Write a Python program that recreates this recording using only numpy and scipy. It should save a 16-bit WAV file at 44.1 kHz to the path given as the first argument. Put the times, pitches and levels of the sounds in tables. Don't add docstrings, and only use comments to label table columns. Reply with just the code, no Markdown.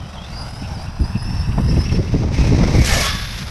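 import sys
import numpy as np
from scipy import signal
from scipy.fft import rfft, irfft
from scipy.io import wavfile
from scipy.ndimage import uniform_filter1d

SR = 44100
rng = np.random.default_rng(int(sys.argv[2]) if len(sys.argv) > 2 else 0)


def generate_wav(signal):
    frames = np.transpose(np.atleast_2d(signal))
    scaled = np.clip(frames, -1, 1) * 32767
    pcm = np.round(scaled).astype(np.int16)
    wavfile.write(sys.argv[1], SR, pcm)


N = 154350

# time in seconds, level in dB before WIND_DB.
WIND_LEVEL = [(0, -27.5), (.1, -35), (.3, -32.5), (.45, -28), (.55, -31), (.75, -25.5), (.95, -33.5),
              (1.1, -25), (1.3, -19), (1.44, -22), (1.7, -14), (1.86, -21), (2.08, -19), (2.3, -16.5),
              (2.5, -14.5), (2.8, -15.5), (2.86, -17.5), (3.0, -19), (3.06, -30.5), (3.15, -21.5),
              (3.3, -29.5), (3.5, -27)]
# middle in seconds, half length in seconds, level in dB before WIND_DB.
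BUFFETS = [(.623, 0.0075, -21.5), (0.89, 0.0081, -20), (1.019, 0.019, -12.5), (1.162, 0.0085, -12),
           (1.497, 0.015, -12.5), (1.597, 0.012, -14), (1.654, 0.0088, -14), (1.72, 0.026, -12.5),
           (1.785, 0.014, -8), (1.935, 0.02, -12.5), (1.992, 0.016, -10), (2.152, 0.012, -8),
           (2.229, 0.015, -15.5), (2.402, 0.015, -10.5), (2.528, 0.027, -9.5), (2.616, 0.034, -12),
           (2.784, 0.028, -9)]
# frequency in Hz, relative level in dB per Hz.
RUMBLE_COLOUR = [(15, -19), (30, -3.5), (50, -2.5), (75, 1.5), (120, -1.5), (190, -7), (280, -21.5),
                 (450, -34), (1000, -61), (3000, -93), (9000, -110)]
# frequency in Hz, relative level in dB per Hz.
EDDY_COLOUR = [(100, -15), (200, 3), (300, -2), (450, -11), (700, -18.5), (1200, -30), (3000, -52),
               (9000, -85)]
# time in seconds, level in dB.
EDDY_SHARE = [(0, -12), (1.0, -18.5), (1.52, -30), (1.59, -5.5), (1.65, -21), (1.72, -10.5), (2.1, -12.5),
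              (2.25, -7), (2.35, -9), (2.55, -6.5), (2.64, -5), (2.8, -6.5), (2.9, -15), (3.5, -34)]
WIND_DB, WIND_FLICKER_DB, EDDIES_PER_S = -1.5, 2.7, 500
# time in seconds, level in dB before SWAY_DB.
SWAY_LEVEL = [(0, -35.5), (.55, -36.5), (.88, -29.5), (.95, -36), (1.02, -18), (1.09, -34), (1.35, -23.5),
              (1.6, -23.5), (2.0, -29), (2.8, -26), (2.93, -23), (3.05, -28), (3.15, -24.5), (3.27, -29),
              (3.5, -31)]
SWAY_DB, SWAY_HZ, SWAY_WIDTH_HZ = -0.5, 55.4, 35
# start in seconds, level in dB (before the swell and fall), centre in Hz.
SLAPS = [(.621, -34, 229), (1.029, -23, 189), (1.578, -19.5, 650), (1.689, -19, 257), (1.768, -17, 250),
         (1.989, -16.5, 280), (2.141, -13, 260), (2.234, -18.5, 400), (2.636, -21, 422),
         (2.748, -17.5, 330)]
SLAP_S, SLAP_DAMPING = 0.0084, 0.38
# peak in seconds, pitch in Hz,
# width in Hz, level in dB, rise in seconds, fall in seconds, bend as a share of the pitch.
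WIND_SWELLS = [(1.71, 480, 70, -34, 0.021, 0.027, .2), (1.96, 450, 40, -31, .02, .02, .25),
               (2.015, 570, 45, -34, .02, 0.017, .25), (2.05, 410, 35, -32, .02, .015, .5),
               (2.535, 270, 80, -17.5, 0.017, 0.017, .3)]
# middle in seconds, peak in dB, half length in seconds.
PRESSURE_THUMPS = [(2.928, -4.5, 0.0032), (3.115, -15, 0.0032)]
WIND_LIMIT = 0.7

# time in seconds, level of the scrub in dB, level of the grit in dB,
# level of the fine spray in dB; all before the trims.
TYRE_LEVELS = [(0, -41.5, -45.5, -61.5), (.12, -41, -45, -59.5), (.19, -41, -45.5, -62.5),
               (.28, -42, -41, -58), (.41, -37.5, -43, -56.5), (.52, -40, -43, -55), (.7, -39, -42, -56),
               (.84, -38, -42, -55.5), (.92, -42, -45.5, -63), (1.05, -38.5, -44, -56.5),
               (1.38, -40, -41, -56.5), (1.55, -39, -43, -55.5), (1.76, -41, -39, -52.5),
               (1.96, -40, -36, -54), (1.99, -42, -42, -59.5), (2.2, -41, -38.5, -58), (2.3, -38, -42, -63),
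               (2.35, -38.5, -33, -51.5), (2.45, -31, -32, -49.5), (2.54, -41.5, -35, -54.5),
               (2.62, -27.5, -31, -51.5), (2.72, -30.5, -31.5, -49), (2.838, -34, -28.5, -43),
               (2.862, -30.5, -21.5, -31.5), (2.94, -23.5, -21, -32.5), (3.04, -28.5, -21.5, -32),
               (3.11, -31.5, -22.5, -42), (3.14, -38, -29, -46.5), (3.25, -39, -32, -52.5),
               (3.38, -41, -33.5, -50), (3.5, -38, -37, -54)]
TYRE_TRIMS_DB = (0, 0, 1.5)
SCRUB_TOP_HZ, GRIT_TOP_HZ = 1560, 6680
# frequency in Hz, relative level in dB per Hz.
DISTANT_COLOUR = [(400, -3.5), (800, -0.5), (1200, -4), (1700, -6.5), (2300, -8), (2700, -7), (3400, -11.5),
                  (3950, -9.5), (4400, -14), (4900, -7), (6000, -11), (6600, -23), (7400, -20.5),
                  (8300, -21.5), (10200, -22.5), (11100, -27), (11600, -27), (12000, -33), (12500, -30.5),
                  (13800, -37), (15000, -44)]
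# frequency in Hz, relative level in dB per Hz.
FAR_COLOUR = [(400, -4.5), (900, -2), (1300, -5), (1800, -3.5), (2300, -10), (2700, -6.5), (3300, -12.5),
              (3900, -11), (4350, -15), (4900, -4.5), (6000, -11), (6650, -31), (7400, -23), (8300, -21),
              (10400, -22.5), (11100, -30), (11600, -25), (12000, -35), (12500, -28), (13800, -38),
              (15000, -48)]
# frequency in Hz, relative level in dB per Hz.
APPROACH_COLOUR = [(400, 7.5), (900, 5.5), (1500, -3.5), (2200, 2), (3100, -7.5), (3900, -4), (4400, -6),
                   (5400, -0.5), (6250, -5), (6800, -15.5), (8500, -17), (10200, -21.5), (11150, -28),
                   (11600, -23), (12000, -35), (12500, -27), (13500, -32), (15000, -43)]
# frequency in Hz, relative level in dB per Hz.
ALONGSIDE_COLOUR = [(350, 5.5), (600, 9), (950, 1.5), (1200, 5), (1450, 0.5), (2200, 2), (2900, -2.5),
                    (4300, -3), (5600, 0), (7000, -7), (10300, -12.5), (11300, -9), (12000, -18),
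                    (12900, -16), (14500, -39)]
# frequency in Hz, relative level in dB per Hz.
BEHIND_COLOUR = [(400, -2.5), (850, -3), (1200, -2.5), (2200, 5), (2900, 0), (3500, 4.5), (4200, 0.5),
                 (5200, 4), (6200, -3.5), (7000, -7.5), (10000, -11), (11500, -9), (12100, -20),
                 (12500, -12), (13200, -14), (14300, -42)]
# start and end of each in turn, in seconds.
BLEND_TIMES = [.6, 1.1, 1.8, 2.35, 2.8, 2.88, 3.0, 3.1]
GRAINS_PER_S, GRAIN_SPREAD_DB, BOUNCE_DB = 4500, 3, 1.35
GRAIN_SHARE = 0.48
# time in seconds, delay in milliseconds.
GROUND_LAG = [(0, 1.6), (.4, 1.44), (.75, 1.27), (1.05, 1.16), (1.5, 1.082), (2.3, 0.77)]
GROUND_GAIN = 0.28
# peak in seconds, pitch in Hz,
# width in Hz, level in dB, rise in seconds, fall in seconds, bend as a share of the pitch.
SKIDS = [(.18, 800, 300, -39.5, .025, .03, 0), (.42, 830, 380, -37.5, .035, .03, 0),
         (.73, 800, 130, -40, .04, .07, -.04)]
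# start in seconds, rough peak in dB, centre in Hz.
CRACKS = [(2.125, -44, 12000), (2.861, -11, 6000), (2.9258, -11, 5300), (2.9834, -14, 4700),
          (3.035, -17, 6300)]
CRACK_S, CRACK_WIDTH_HZ = 0.0021, 3200
PEBBLE_AT_S, PEBBLE_SPREAD_S, PEBBLE_DB, PEBBLE_RING_S = 2.99, .08, -27.5, 0.0043
PEBBLE_LOW_HZ, PEBBLE_HIGH_HZ = 1587, 7000

# middle in seconds, level in dB.
RATTLES = [(.635, -43), (.655, -42), (.875, -42.5), (1.137, -44), (1.16, -36.5), (1.28, -44), (1.34, -43),
           (1.45, -40.5), (1.525, -36), (1.72, -39.5), (1.765, -40), (1.865, -35.5), (1.9, -34),
           (1.96, -38), (2.08, -40.5), (2.14, -42)]
RATTLE_HZ, RATTLE_WIDTH_HZ, RATTLE_S = 2657, 170, 0.008
# peak in seconds, pitch in Hz,
# width in Hz, level in dB, rise in seconds, fall in seconds, bend as a share of the pitch.
CAR_TONES = [(1.4, 2660, 80, -48, .25, .5, 0), (1.92, 2100, 110, -48, .2, .3, -0.006),
             (2.36, 2150, 200, -39, .025, .1, 0), (2.44, 2560, 300, -37, 0.065, 0.07, 0.0079),
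             (2.64, 2150, 180, -39, .03, .05, -0.00039), (2.81, 2200, 150, -30.5, 0.06, 0.026, .04),
             (2.92, 790, 70, -32, .03, 0.044, -.05), (2.99, 635, 110, -26, 0.024, .025, -0.079),
             (2.93, 1750, 70, -25.5, .026, .07, -.03), (2.925, 2150, 130, -26.5, .025, .025, -.08),
             (2.99, 2220, 80, -26.5, .015, 0.091, -.04), (3.07, 1110, 35, -28, .04, 0.091, .02),
             (3.07, 1310, 76, -31, .035, 0.066, -.02), (3.1, 1700, 60, -31, .05, .11, -.035),
             (3.08, 3400, 140, -27.5, 0.036, 0.064, .035), (3.2, 3540, 90, -37.5, .048, .14, .015),
             (2.96, 11450, 180, -43, 0.11, 0.22, 0), (3.05, 10950, 380, -44, .1, .45, -.008),
             (3.2, 13050, 350, -54, .05, .25, 0)]
BEND_S = .1
# time in seconds, pitch in Hz, level in dB before WHINE_DB.
WHINE = [(0, 3190, -45.5), (.07, 2980, -51), (.135, 3910, -57), (.17, 3250, -44), (.22, 3280, -43.5),
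         (.26, 3693, -47), (.29, 4220, -60), (.335, 4700, -47), (.375, 4870, -37.5), (.415, 5020, -35.5),
         (.45, 4810, -45), (.5, 5090, -47), (.55, 4980, -42), (.63, 5280, -43), (.68, 5380, -47),
         (.735, 5480, -47), (.76, 4950, -45), (.785, 4640, -47), (.815, 4810, -39), (.845, 5310, -52),
         (.93, 5400, -64), (.99, 5220, -65), (1.015, 4980, -42), (1.045, 4860, -42), (1.09, 5240, -47),
         (1.15, 5450, -53), (1.19, 5066, -42), (1.225, 5070, -39.5), (1.28, 5370, -38), (1.32, 5350, -37.5),
         (1.36, 5450, -39.5), (1.41, 5270, -34.5), (1.47, 5600, -50), (1.55, 5500, -62), (1.62, 5140, -54),
         (1.675, 5120, -42), (1.71, 5375, -32.5), (1.735, 5590, -51), (1.775, 5640, -45.5),
         (1.8, 5106, -35.5), (1.825, 5200, -38.5), (1.875, 5660, -40.5), (1.91, 5570, -44),
         (1.945, 5290, -33.5), (1.965, 5450, -39), (1.975, 5400, -49), (2.05, 5400, -57)]
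# time in seconds, wander as a share of the pitch.
UNSTEADY = [(0, 0.03), (.3, .024), (.85, 0.014), (1.2, 0.0044), (2.0, 0.0042)]
# multiple of the pitch, level in dB,
# frequency in Hz where it is loudest, width in Hz.
OVERTONES = [(2, -14.5, 10110, 550), (2.63, -31, 13750, 300)]
OVERTONE_JITTER, OVERTONE_FLUTTER_DB = 0.021, 4
WHINE_DB, WHINE_FLUTTER_DB, SIDEBAND_DB, PINION_TEETH = -.5, 2.7, -16.5, 13
TREES_DB, TREES_T60_S = -12, 0.4
TOP_HZ = 15100


def undb(db):
    return 10 ** (np.asarray(db) / 20)


def clock():
    return np.arange(N) / SR


def curve(rows):
    rows = np.array(rows, float)
    return [np.interp(clock(), rows[:, 0], column) for column in rows.T[1:]]


def unit(x):
    return x / np.sqrt(np.mean(x ** 2) + 1e-20)


def shape(x, gain):
    hz = np.maximum(np.fft.rfftfreq(N, 1 / SR), 1)
    return unit(irfft(rfft(x) * gain(hz), N))


def colour(x, points):
    hz, db = np.array(points, float).T
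    return shape(x, lambda f: undb(np.interp(np.log(f), np.log(hz), db)))


def ring(hz, width):
    phase = 2 * np.pi * np.cumsum(hz * np.ones(N)) / SR
    lowpass = lambda f: 1 / (1 + (f / width * 1.54) ** 2)
    a = shape(rng.standard_normal(N), lowpass)
    b = shape(rng.standard_normal(N), lowpass)
    return a * np.cos(phase) + b * np.sin(phase)


def walk(rate):
    return shape(rng.standard_normal(N), lambda f: 1 / (1 + (f / rate) ** 4))


def steady(x, size=1500):
    power = uniform_filter1d(uniform_filter1d(x ** 2, size), size)
    return x / np.sqrt(power + 0.022)


def swells(rows):
    t, out = clock(), 0
    for peak, hz, width, db, rise, fall, bend in rows:
        rising = np.exp(-.5 * ((t - peak) / rise) ** 2)
        falling = np.exp(-np.abs(t - peak) / fall)
        envelope = np.where(t < peak, rising, falling)
        pitch = hz * (1 + bend * np.tanh((t - peak) / BEND_S))
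        out = out + undb(db) * envelope * steady(ring(pitch, width))
    return out


def sway():
    return undb(SWAY_DB + curve(SWAY_LEVEL)[0]) * steady(ring(SWAY_HZ, SWAY_WIDTH_HZ))


def wind():
    t = clock()
    power = undb(curve(WIND_LEVEL)[0]) ** 2
    for middle, half, db in BUFFETS:
        power = power + undb(db) ** 2 * np.exp(-((t - middle) / half) ** 2)
    rumble = steady(colour(rng.standard_normal(N), RUMBLE_COLOUR), size=900)
    rumble = rumble * undb(WIND_FLICKER_DB * walk(35.6))
    puffs = (rng.random(N) < EDDIES_PER_S / SR) * rng.standard_normal(N)
    eddies = steady(colour(puffs, EDDY_COLOUR), size=2500) * undb(curve(EDDY_SHARE)[0])
    return np.sqrt(power) * undb(WIND_DB) * (rumble + eddies)


def slaps():
    t, out = clock(), 0
    for start, db, hz in SLAPS:
        def dull_band(f):
            resonance = 1 / np.hypot(1, (f / hz - hz / f) / SLAP_DAMPING / 2)
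            return resonance / (1 + (f / hz / 1.82) ** 3)
        age = np.maximum(t - start, 0) / SLAP_S
        air = steady(shape(rng.standard_normal(N), dull_band), size=300)
        out = out + undb(db) * air * (1 - np.exp(-10 * age)) * np.exp(.5 - age)
    return out


def wind_swells():
    return swells(WIND_SWELLS)


def pressure_thumps():
    t, out = clock(), 0
    for middle, db, half in PRESSURE_THUMPS:
        x = (t - middle) / half
        out = out + undb(db) * (x ** 2 / 2 - 1) * np.exp(-.5 * x ** 2)
    return out


def cracks():
    t, out = clock(), 0
    for start, db, hz in CRACKS:
        crack = shape(rng.standard_normal(N), lambda f: 1 / (1 + ((f - hz) / CRACK_WIDTH_HZ) ** 4))
        fade = (t >= start) * np.exp(-np.minimum(np.abs(t - start) / CRACK_S, 20))
        out = out + undb(db) / 2 * crack * fade
    return out


def pebbles(count=130):
    out, age = np.zeros(N + 2000), np.arange(2000) / SR
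    for chance, pitch, size in rng.random((count, 3)):
        when = PEBBLE_AT_S + PEBBLE_SPREAD_S * np.log(chance / (1 - chance)) / 2
        i = int(np.clip(when, 0, (N - 1) / SR) * SR)
        hz = PEBBLE_LOW_HZ + (PEBBLE_HIGH_HZ - PEBBLE_LOW_HZ) * pitch
        near = 2 * np.sqrt(chance * (1 - chance))
        level = near * undb(PEBBLE_DB + 10 * (size - .5))
        out[i:i + len(age)] += level * np.sin(2 * np.pi * hz * age) * np.exp(-age / PEBBLE_RING_S)
    return out[:N]


def skids():
    return swells(SKIDS)


def tyres():
    t = clock()
    hits = (rng.random(N) < GRAINS_PER_S / SR) * rng.choice([-1, 1], N)
    grains = hits * undb(GRAIN_SPREAD_DB * np.minimum(rng.exponential(size=N), 5))
    hiss = rng.standard_normal(N)
    dirt = np.sqrt(GRAIN_SHARE) * unit(grains) + np.sqrt(1 - GRAIN_SHARE) * hiss
    dirt = dirt * undb(BOUNCE_DB * walk(63))
    lag = curve(GROUND_LAG)[0] / 1000
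    far = dirt + GROUND_GAIN * np.interp(t - lag, t, dirt)
    views = [colour(far, DISTANT_COLOUR), colour(far, FAR_COLOUR), colour(dirt, APPROACH_COLOUR),
             colour(dirt, ALONGSIDE_COLOUR), colour(dirt, BEHIND_COLOUR)]
    corners = np.repeat(np.eye(len(views)), 2, axis=1)[:, 1:-1]
    weights = [np.interp(t, BLEND_TIMES, row) for row in corners]
    below = lambda f, hz: 1 / (1 + (f / hz) ** 24)
    scrub = lambda f: below(f, SCRUB_TOP_HZ) / (1 + (330 / f) ** 4)
    grit = lambda f: below(f, GRIT_TOP_HZ) - below(f, SCRUB_TOP_HZ)
    spray = lambda f: 1 - below(f, GRIT_TOP_HZ)
    out = 0
    for band, db, trim in zip((scrub, grit, spray), curve(TYRE_LEVELS), TYRE_TRIMS_DB):
        blend = sum(w * shape(view, band) for w, view in zip(weights, views))
        out = out + undb(db + trim) * blend
    return out


def chassis():
    t = clock()
    shake = sum(undb(db) * np.exp(-.5 * ((t - middle) / RATTLE_S) ** 2) for middle, db in RATTLES)
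    narrow = steady(ring(RATTLE_HZ, RATTLE_WIDTH_HZ), size=500)
    return shake * (narrow + undb(-9) * ring(2900, 1500))


def car_tones():
    return swells(CAR_TONES)


def gears():
    hz, db = curve(WHINE)
    hz = uniform_filter1d(hz, 600)
    turn = lambda f: 2 * np.pi * np.cumsum(f) / SR
    phase = turn(hz * (1 + curve(UNSTEADY)[0] * walk(171)))
    once = walk(50) * np.cos(phase / PINION_TEETH)
    twice = walk(50) * np.cos(2 * phase / PINION_TEETH)
    wobble = 1 + undb(SIDEBAND_DB) * 2 * (once + 0.54 * twice)
    tone = np.sin(phase) * wobble * undb(WHINE_FLUTTER_DB * walk(54))
    for multiple, over_db, best_hz, width in OVERTONES:
        over_hz = multiple * hz
        resonance = 1 / np.hypot(1, (over_hz - best_hz) / width * 2)
        gain = undb(over_db + OVERTONE_FLUTTER_DB * walk(70)) * resonance
        tone = tone + gain * np.sin(turn(over_hz * (1 + OVERTONE_JITTER * walk(300))))
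    tone = np.sqrt(2) * tone * undb(db + WHINE_DB)
    tail = rng.standard_normal(N) * undb(-60 * clock() / TREES_T60_S)
    echo = signal.fftconvolve(tone, tail / np.linalg.norm(tail))[:N]
    return tone + undb(TREES_DB) * echo


def scene():
    air = sway() + wind() + slaps() + wind_swells() + pressure_thumps()
    air = air / (1 + (air / WIND_LIMIT) ** 4) ** (1 / 4)
    dirt = cracks() + pebbles() + skids() + tyres()
    car = chassis() + car_tones() + gears()
    return (air + dirt + car)[None]


def record(dry):
    soft = dry / (1 + (dry / .95) ** 6) ** (1 / 6)
    top_cut = signal.ellip(8, .2, 70, TOP_HZ, fs=SR, output="sos")
    return signal.sosfilt(top_cut, soft)


dry = scene()
out = record(dry)
generate_wav(out)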